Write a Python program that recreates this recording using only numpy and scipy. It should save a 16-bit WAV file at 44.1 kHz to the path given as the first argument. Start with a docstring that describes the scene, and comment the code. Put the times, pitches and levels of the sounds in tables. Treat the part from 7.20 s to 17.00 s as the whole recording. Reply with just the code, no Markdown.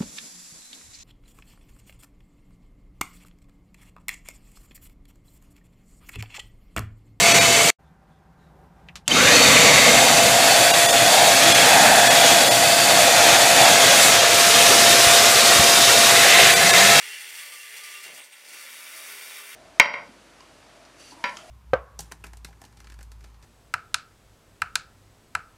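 """A loud rush of air with a steady whine: a hand-held electric air duster blows into an open computer case.
It stops abruptly, leaving a dull outdoor murmur at the open door, faint rustles and two light clicks.
The switch snaps on, the impeller spins back up to its whine, and the jet rushes through the case and
the power supply's honeycomb grille. Their cavities colour it as the nozzle moves about; edges howl,
the grille roars, and a few puffs strike the microphone."""
import sys
import numpy as np
from scipy import signal
from scipy.fft import rfft, irfft
from scipy.io import wavfile
from scipy.ndimage import map_coordinates

SR = 44100
rng = np.random.default_rng(int(sys.argv[2]) if len(sys.argv) > 2 else 0)


def transcribe(signal):
    """Save signal, clipped to [-1, 1], as a 16-bit WAV file at the path in sys.argv[1]."""
    frames = np.atleast_2d(signal).T
    limited = np.clip(frames, -1, 1)
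    pcm = np.round(limited * 32767).astype(np.int16)
    wavfile.write(sys.argv[1], SR, pcm)


N = 432180
T = np.arange(N) / SR
HZ = np.maximum(np.arange(N // 2 + 1) * SR / N, 1)
STOP_S, RESTART_S = 0.503, 1.879


def from_db(db):
    """Decibels to gain."""
    return 10 ** (np.asarray(db) / 20)


def unit_rms(x):
    """Scale to unit rms."""
    return x / np.sqrt(np.mean(x ** 2) + 1e-20)


def curves(rows):
    """Each column after the time, interpolated at every sample."""
    times_s, *columns = np.transpose(rows)
    return [np.interp(T, times_s, column) for column in columns]


def ramp(centre_s, length_s):
    """Linear rise from 0 to 1."""
    return np.clip((T - centre_s) / length_s + .5, 0, 1)


def swell(centre_s, length_s):
    """Smooth rise to 1 and fall; length at half height."""
    return np.cos(np.pi / 2 * np.clip((T - centre_s) / length_s, -1, 1)) ** 2


def drift(rate_hz, size=N):
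    """Smooth random motion of unit rms."""
    step, settle = 20, 4000
    pole = np.exp(-2 * np.pi * step * rate_hz / SR)
    white = rng.standard_normal(size // step + settle + 2)
    slow = signal.lfilter([1], [1, -2 * pole, pole * pole], white)[settle:]
    return np.interp(np.arange(size) / step, np.arange(len(slow)), unit_rms(slow))


def narrow_noise(angle, width_hz):
    """Noise band of unit rms around a running phase."""
    size = len(angle)
    return unit_rms(drift(width_hz, size) * np.cos(angle) + drift(width_hz, size) * np.sin(angle))


def coloured_noise(colour, resonances=(), ripple_db=0):
    """Unit-rms noise with a broad colour, resonances and the fine ripple of close reflections."""
    hz, level_db = np.transpose(colour)
    shape_db = np.interp(np.log(HZ), np.log(hz), level_db)
    for centre_hz, width_hz, peak_db in resonances:
        shape_db += peak_db / (1 + (2 * (HZ - centre_hz) / width_hz) ** 2)
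    for delay_s in rng.uniform(.002, .02, size=6):
        shape_db += ripple_db * np.cos(2 * np.pi * HZ * delay_s) / np.sqrt(3)
    return unit_rms(irfft(rfft(rng.standard_normal(N)) * from_db(shape_db), N))


def split_bands(x, edges_hz):
    """The bands between neighbouring edges."""
    spectrum = rfft(x)
    return [irfft(spectrum * ((HZ >= low) & (HZ < high)), N) for low, high in zip(edges_hz, edges_hz[1:])]


def impeller_speed(energy_tau_s=.17):
    """Share of full speed, 1 until the restart; then the motor feeds in energy until drag balances it."""
    energy = 1 - np.exp(-np.maximum(T - RESTART_S, 0) / energy_tau_s)
    return np.where(T < RESTART_S, 1, np.sqrt(energy))


# Jet spectrum at each place. Each row: frequency in Hz, relative density in dB.
CASE_COLOUR = [(30, -27.5), (65, -15), (120, -7), (330, -9.5), (480, -2), (1050, -5), (2000, -6.5),
               (5300, -9), (7500, -5.5), (10000, -16), (15000, -22.5)]
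APPROACH_COLOUR = [(30, -30), (65, -15), (120, -12), (330, -22.5), (480, 1), (1050, -6), (2000, -3),
                   (5300, -9), (7500, -8.5), (10000, -12.5), (15000, -22)]
GRILLE_COLOUR = [(30, -35.5), (65, -17.5), (120, -8), (330, -23.5), (480, -0.9), (1050, -5), (2000, 1),
                 (5300, -3), (7500, -3), (10000, -7), (15000, -16)]
UNDERSIDE_COLOUR = [(30, -25.5), (65, -14), (120, -4.5), (330, -13.5), (480, 1), (1050, -5.5), (2000, 1.5),
                    (5300, 1.5), (7500, 0), (10000, -4.5), (15000, -13.5)]
VENT_COLOUR = [(30, -35.5), (65, -24), (120, -12.5), (330, -22), (480, -3.5), (1050, -12), (2000, 2),
               (5300, -2.5), (7500, -2.5), (10000, -7.5), (15000, -15.5)]
# Air resonances; the boom is common to all places. Each row: centre in Hz, width in Hz, gain in dB.
BOOM = (123, 21, 4.7)
CASE_CAVITIES = [(177, 45, 5.3), (255, 38, 5.3), (2180, 380, 9.5), (2640, 90, 6), (2980, 200, 4.5),
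                 (3380, 130, 7.5), (3785, 80, 9), (4280, 130, 6), (4500, 170, 6), (5580, 120, 3),
                 (6090, 220, 5.5), (7010, 130, 3), (9640, 102, 5)]
APPROACH_CAVITIES = [(180, 116, 9.3), (276, 137, 18.5), (493, 70, 3.9), (750, 320, 1.5), (1130, 140, 5.2),
                     (2100, 93, 4.5), (2505, 700, 4.2), (3700, 340, 6.5), (4460, 380, 6.4), (6070, 410, 6),
                     (7000, 700, 4.4), (7670, 260, 4.5)]
GRILLE_CAVITIES = [(185, 70, 5), (263, 104, 16), (337.7, 42, 16), (712, 340, 10), (1490, 1100, 3.5),
                   (2590, 190, 3.5), (2950, 200, -1.5), (3470, 290, 5), (3830, 83, 3), (4200, 140, -0.5),
                   (4440, 230, 4.5), (6720, 990, 2.5)]
UNDERSIDE_CAVITIES = [(222, 17, 7), (336, 134, 11.5), (710, 200, 6.1), (880, 110, -2), (1160, 540, 7.5),
                      (1770, 260, 2), (2549, 200, 1.2), (3715, 420, 2), (5060, 500, -0.5)]
VENT_CAVITIES = [(200, 170, 9), (345, 148, 13.5), (746, 240, 10.5), (1050, 94, 11), (1320, 530, 6.4),
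                 (1780, 290, 3.5), (2580, 90, 2.5), (2924, 170, -2), (3670, 200, 3.5), (3940, 130, 3.5)]
# Moves to the next place. Each row: centre in seconds, length in seconds.
NOZZLE_MOVES = [(1.0, 0.092), (3.032, 0.54), (6.864, 0.77), (8.961, 0.24)]


def turbulence(rush_band_hz=(1000, 7000)):
    """The jet excites the cavities of each place in turn, at equal strength in the rush band."""
    places = [(CASE_COLOUR, CASE_CAVITIES), (APPROACH_COLOUR, APPROACH_CAVITIES),
              (GRILLE_COLOUR, GRILLE_CAVITIES), (UNDERSIDE_COLOUR, UNDERSIDE_CAVITIES),
              (VENT_COLOUR, VENT_CAVITIES)]
    noises = [coloured_noise(colour, [BOOM, *cavities], ripple_db=1.11) for colour, cavities in places]
    air, *later = [noise / split_bands(noise, rush_band_hz)[0].std() for noise in noises]
    for (centre_s, length_s), arriving in zip(NOZZLE_MOVES, later):
        share = ramp(centre_s, length_s)
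        air = np.sqrt(1 - share) * air + np.sqrt(share) * arriving
    return air


def nozzle_wander(air, pitch_share=.011, rate_hz=1.5):
    """The nozzle is never still, so all resonances slide slightly up and down."""
    position = np.cumsum(1 + pitch_share * drift(rate_hz))
    return map_coordinates(air, [position], order=3, mode="mirror")


def panel_echoes(air, count=3, reflect_db=-15, above_hz=1200):
    """Steel panels reflect the short waves; the hand wanders, so the echoes shift and the rush phases."""
    delays_s = rng.uniform(.002, .008, count)
    short_waves = signal.sosfilt(signal.butter(2, above_hz, "high", fs=SR, output="sos"), air)
    echoes = [np.interp(T - delay_s - .0002 * drift(.7), T, short_waves, left=0) for delay_s in delays_s]
    return air + from_db(reflect_db) * sum(echoes)


# The jet meets more or less of the case. Each row: time in seconds, strength in dB.
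FIRST_BLOW = [(0.02, -15), (0.17, -13.5), (0.324, -15.5), (0.48, -14.5)]
SECOND_BLOW = [(2.05, -10.5), (2.55, -12.5), (3.15, -16), (3.4, -15), (3.75, -16.5), (4.35, -13.5),
               (4.6, -14.5), (4.75, -16.5), (5.03, -13), (5.35, -17.0), (5.8, -15.5), (6.1, -13),
               (6.28, -15.5), (6.45, -13.5), (6.87, -13), (7.07, -15.5), (7.38, -13), (8.35, -13.5),
               (8.9, -13), (9.23, -11.5), (9.39, -14.5), (9.57, -12.5), (9.79, -12.5)]
# Limits of five bands: rumble, hollow roar, rush, hiss, fizz.
BAND_EDGES_HZ = [26, 400, 1000, 2800, 7000, 18000]
# Each row: a band's share of the strength swing, exponent of speed, eddy spread in dB.
BAND_RESPONSE = [(.75, 0.56, 1.53), (0.61, 1.2, 1.26), (1.02, 1.6, 0.75), (0.91, 1.4, 0.5),
                 (0.35, 1.8, 0.44)]
# Fizz flares at the case's top edge, then drops in the lee.
# Each row: centre in seconds, length in seconds, gain in dB.
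EDGE_SWEEP = [(6.83, 0.082, 3.5), (7.036, 0.16, -4)]


def jet(gust_spread_db=0.26, trim_db=-1.0):
    """The rush grows with impeller speed; gusts move all bands together, eddies move each alone."""
    bands = split_bands(panel_echoes(nozzle_wander(turbulence())), BAND_EDGES_HZ)
    bands[-1] *= from_db(sum(db * swell(centre_s, length_s) for centre_s, length_s, db in EDGE_SWEEP))
    strength_db, = curves([*FIRST_BLOW, *SECOND_BLOW])
    median_db = np.median(strength_db)
    speed = impeller_speed()
    gust_db = gust_spread_db * drift(7.7)
    out = np.zeros(N)
    for band, (swing, exponent, eddy_db) in zip(bands, BAND_RESPONSE):
        level_db = median_db + swing * (strength_db - median_db) + gust_db + eddy_db * drift(25)
        out += band * speed ** exponent * from_db(level_db + trim_db)
    return out


# Motor at full speed. Each row: time in seconds, turns per second, base level of the orders in dB.
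FIRST_RUN = [(0.06, 685.7, -20.5), (0.398, 680, -24.5), (0.47, 685.4, -25)]
SECOND_RUN = [(2.2, 682.8, -27.5), (2.55, 682.8, -26.5), (3.05, 687, -20.5), (5.2, 687.7, -21.5),
              (5.8, 686.6, -20.5), (6.35, 686.3, -21.5), (6.85, 684.9, -24.5), (7.3, 689, -20.5),
              (8.7, 687, -22), (9.79, 685, -22)]
# Unbalance tone and octave of the blade tone. Each row: multiple of the speed, relative level in dB.
ORDERS = [(1, -1), (14, -22)]
# Blade whistle, varying as the blower is turned. Each row: time in seconds, full-speed level in dB.
BLADE_TONE = [(2.6, -39), (3.3, -34.5), (4.6, -38), (5.6, -31.5), (6.2, -44), (7, -41), (7.7, -47),
              (9.7, -33)]
# Each row: centre in seconds, length in seconds, multiple of the speed, width in Hz, level in dB.
SPIN_UP_TONES = [(1.985, .07, 3.04, 95, -20.5), (2.1, .14, 3, 100, -19.5), (2.21, 0.15, 7, 60, -21)]


def whine(blades=7, waver_share=0.000706, flutter_db=1.0, speed_exponent=1.5):
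    """Tones locked to the impeller flutter in the moving air; rough ones flare as it gathers speed."""
    full_speed_hz, level_db = curves([*FIRST_RUN, *SECOND_RUN])
    speed = impeller_speed()
    rotation_hz = full_speed_hz * speed * (1 + waver_share * drift(5))
    angle = 2 * np.pi * np.cumsum(rotation_hz) / SR
    tones = sum(from_db(level_db + db + flutter_db * drift(8.1)) * np.sin(order * angle)
                for order, db in ORDERS)
    blade_db = curves(BLADE_TONE)[0] + flutter_db * drift(5.9)
    whistle = from_db(blade_db) * np.sin(blades * angle)
    climbing = sum(from_db(db) * swell(centre_s, length_s) * narrow_noise(order * angle, width_hz)
                   for centre_s, length_s, order, width_hz, db in SPIN_UP_TONES)
    return np.sqrt(2) * speed ** speed_exponent * (tones + whistle) + climbing


# Each row: centre in seconds, length in seconds, start and end pitch in Hz, width in Hz, level in dB.
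HOWLS = [(0.134, 0.21, 2390, 2390, 260, -20.5), (1.918, 0.011, 3020, 3150, 20, -13),
         (2.52, 0.5, 2170, 2086, 170, -19.5), (3.4, 0.43, 4470, 4560, 67, -26),
         (3.45, 0.37, 2600, 2540, 50, -32), (3.75, 0.46, 3470, 3430, 60, -28),
         (3.7, .35, 7150, 6800, 82, -31), (3.92, .2, 4520, 4500, 60, -31),
         (4.318, .16, 3360, 3420, 186, -21), (4.449, .45, 2480, 2560, 150, -29),
         (4.647, 0.61, 1595, 1754, 290, -21), (4.675, .25, 209.4, 218, 42, -29),
         (5.05, 0.31, 3350, 3370, 160, -24), (5.5, 0.59, 4538, 4448, 85, -26.5),
         (6.617, 0.33, 3280, 3320, 60, -28), (6.85, 0.24, 3765, 3767, 50, -34),
         (7.45, .3, 3740, 3760, 48, -31), (6.7, 0.46, 2090, 2140, 66, -30),
         (7.38, 0.13, 3152, 3134, 60, -25), (7.4, 0.17, 2556, 2620, 160, -24),
         (7.851, .3, 5100, 5250, 145, -28), (7.7, .15, 3700, 3720, 50, -28),
         (7.951, .2, 3570, 3620, 55, -24.5), (8.2, .25, 4350, 4390, 90, -29),
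         (8.68, 0.72, 3697, 3750, 67, -25), (8.552, .2, 4895, 4920, 20, -27),
         (9.139, 0.3, 1945, 2080, 360, -21), (9.2, 0.26, 2615, 2670, 350, -19),
         (9.2, .25, 3460, 3560, 420, -22.5), (9.579, 0.26, 2040, 2080, 22, -24),
         (9.62, 0.41, 162.7, 224.8, 3.6, -32)]


def howls():
    """Narrow noise around a gliding pitch swells and fades as the jet crosses an edge."""
    out = np.zeros(N)
    for centre_s, length_s, start_hz, end_hz, width_hz, level_db in HOWLS:
        near = np.flatnonzero(abs(T - centre_s) < length_s * .7)
        progress = (T[near] - centre_s) / length_s + .5
        angle = 2 * np.pi * np.cumsum(start_hz + (end_hz - start_hz) * progress) / SR
        envelope = np.sqrt(np.hanning(len(angle)))
        out[near] += from_db(level_db) * narrow_noise(angle, width_hz) * envelope
    return out


def ring_on(air, at_s, length_s=.02, spacing_hz=700, size=1024):
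    """The strongest pitches just before a moment ring on briefly as pure tones."""
    window, end = np.hanning(size), round(at_s * SR)
    amplitudes = 2 * abs(rfft(air[end - size:end] * window)) / window.sum()
    peaks, _ = signal.find_peaks(amplitudes, distance=spacing_hz * size / SR)
    out, near = np.zeros(N), abs(T - at_s) < length_s
    for peak in peaks:
        hz = peak * SR / size
        out[near] += amplitudes[peak] * np.sin(2 * np.pi * (hz * T[near] + rng.random()))
    return out * swell(at_s, length_s)


# Each row: centre in seconds, length in seconds, depth in dB, ring gain in dB.
STUTTERS = [(.135, .012, -12, 1), (.2, .015, -18, 3), (3.527, .014, -20, 3), (3.676, .014, -20, 3),
            (3.719, .012, -16, 3), (4.337, .013, -16, 1), (4.893, .014, -18, 4), (5.299, .015, -20, 3),
            (9.351, .013, -16, 3), (9.522, .013, -18, 3)]


def stutter(air, above_hz=1200):
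    """The top of the rush drops out for an instant, leaving a thin ring."""
    upper = signal.sosfiltfilt(signal.butter(2, above_hz, "high", fs=SR, output="sos"), air)
    for centre_s, length_s, depth_db, ring_db in STUTTERS:
        lost = upper * (1 - from_db(depth_db * swell(centre_s, length_s)))
        air = air - lost + from_db(ring_db) * ring_on(upper, centre_s)
    return air


# Outdoor spectra. Each row: frequency in Hz, relative density in dB.
RUMBLE_COLOUR = [(18, -39.5), (30, -12), (63, -2.5), (123, -12.5), (160, -4), (181, -9.5), (345, -21),
                 (482, -20.5), (656, -21.5), (766, -17.5), (1040, -22), (1570, -27), (3070, -39.5),
                 (4500, -42.5), (14000, -51)]
MURMUR_COLOUR = [(150, -20), (300, -2), (500, -1), (820, 0), (1200, -12), (3000, -35)]
# Faint hollow notes. Each row: centre in Hz, width in Hz, gain in dB.
RUMBLE_NOTES = [(155, 25, 3.5), (775, 45, 5), (1570, 70, 4)]
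# Each row: time in seconds, level in dB.
RUMBLE_LEVEL = [(.6, -54), (1.05, -55), (1.2, -52.5), (1.5, -53), (1.85, -52.5)]
# One row: centre in seconds, length in seconds, level in dB.
MURMUR_SWELL = (1.39, .18, -57.5)


def outdoors(onset_s=0.592, surge_db=1.0):
    """Dull far-off rumble through the open door; a midrange murmur swells once."""
    level_db = curves(RUMBLE_LEVEL)[0] + surge_db * drift(11)
    rumble = from_db(level_db) * coloured_noise(RUMBLE_COLOUR, RUMBLE_NOTES, ripple_db=1.8)
    centre_s, length_s, murmur_db = MURMUR_SWELL
    murmur = from_db(murmur_db) * swell(centre_s, length_s) * coloured_noise(MURMUR_COLOUR)
    return rumble * ramp(onset_s, .012) + murmur


# Each row: centre in seconds, length in seconds, squeak pitch in Hz, squeak level in dB.
RUSTLES = [(.67, .06, 3500, -78), (.95, .08, 3450, -76), (1.24, .09, 3850, -74), (1.868, .018, 3000, -58)]
# Each row: frequency in Hz, relative density in dB.
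FRICTION_COLOUR = [(1000, -20), (3000, -2), (4000, 0), (4800, -5), (7500, -6), (14000, -20)]


def rustles(squeak_width_hz=200, friction_gain_db=-2):
    """Thin, squeaky friction as the blower shifts in the hand and the thumb slides onto the switch."""
    friction = from_db(friction_gain_db) * coloured_noise(FRICTION_COLOUR)
    out = np.zeros(N)
    for centre_s, length_s, squeak_hz, level_db in RUSTLES:
        squeak = narrow_noise(2 * np.pi * squeak_hz * T, squeak_width_hz)
        out += from_db(level_db) * swell(centre_s, length_s) * (friction + squeak)
    return out


# Two handling clicks, then the power switch.
# Each row: start in seconds, attack rms in dB, low and high cutoff in Hz, crack T60 in seconds.
CLICKS = [(1.686, -41, 1750, 2800, .04), (1.756, -34.5, 1100, 6000, .09), (1.879, -12.5, 1300, 9000, .02)]
# Each row: frequency in Hz, relative level in dB, T60 in seconds.
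SHELL_MODES = [(1860, -17, .04), (2720, -6, 0.04), (3500, 1, 0.022), (4870, -18, .07), (6470, -1, 0.036),
               (7600, 7, 0.029)]


def clicks(attack_s=.003, ring_db=-12, tail_db=-26, tail_t60_s=.2):
    """A crack of noise, the ring of the plastic shell and a short tail from the doorway."""
    out, t = np.zeros(N), np.arange(SR // 4) / SR
    ring = sum(from_db(ring_db + db - 60 * t / t60_s) * np.sin(2 * np.pi * hz * t)
               for hz, db, t60_s in SHELL_MODES)
    for start_s, level_db, low_hz, high_hz, t60_s in CLICKS:
        envelope = from_db(-60 * t / t60_s) + from_db(tail_db - 60 * t / tail_t60_s)
        crack = rng.standard_normal(len(t)) * envelope
        contact_band = signal.butter(2, [low_hz, high_hz], "band", fs=SR, output="sos")
        click = signal.sosfilt(contact_band, crack + ring)
        start = round(start_s * SR)
        out[start:start + len(t)] += from_db(level_db) * click / click[t < attack_s].std()
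    return out


# Each row: centre in seconds, length in seconds, level in dB.
ROARS = [(2.85, 0.22, -21), (3.416, .22, -23), (3.99, 0.17, -18.5), (4.649, 0.28, -16), (5.05, 0.31, -25),
         (6.045, 0.26, -23.5), (6.45, 0.14, -17)]
# Each row: frequency in Hz, relative density in dB.
ROAR_COLOUR = [(100, -40), (450, -17.5), (640, 0.5), (780, 5.5), (900, -1.5), (1200, -25), (4000, -49)]


def roars():
    """The power supply's cavity sounds a hollow note when the jet blows straight into its honeycomb."""
    power = sum(from_db(db) ** 2 * swell(centre_s, length_s) for centre_s, length_s, db in ROARS)
    return coloured_noise(ROAR_COLOUR) * np.sqrt(power)


# Each row: centre in seconds, width in seconds, peak in dB.
PUFFS = [(7.872, 0.0035, -20), (8.398, 0.0026, -13), (8.411, .004, -23)]


def puffs():
    """Each puff of air strikes the microphone as one soft dip of pressure."""
    out = np.zeros(N)
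    for centre_s, width_s, peak_db in PUFFS:
        offset_squared = ((T - centre_s) / width_s) ** 2
        out -= from_db(peak_db) * (1 - 2 * offset_squared) * np.exp(-np.minimum(offset_squared, 50))
    return out


def scene(tail_db=-24.5, tail_t60_s=0.059):
    """The first blow ends abruptly; the second starts with the switch. All sources are centred."""
    stopped = ramp(STOP_S, 0.0019)
    tail = stopped * from_db(tail_db - 60 * np.maximum(T - STOP_S, 0) / tail_t60_s)
    restarted = ramp(RESTART_S + 0.0016, .003)
    gate = 1 - stopped + tail + restarted
    blower = stutter(jet() + howls()) + whine() + roars()
    mono = gate * blower + puffs() + clicks() + rustles() + outdoors()
    return np.array([mono, mono])


def record(dry, ceiling=.98, cutoff_hz=15420, transition_hz=300):
    """Peak clipping, then a steep low-pass."""
    low_pass = 1 - np.clip((HZ - cutoff_hz) / transition_hz + .5, 0, 1)
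    return irfft(rfft(np.clip(dry, -ceiling, ceiling)) * low_pass, N)


dry = scene()
out = record(dry)
transcribe(out)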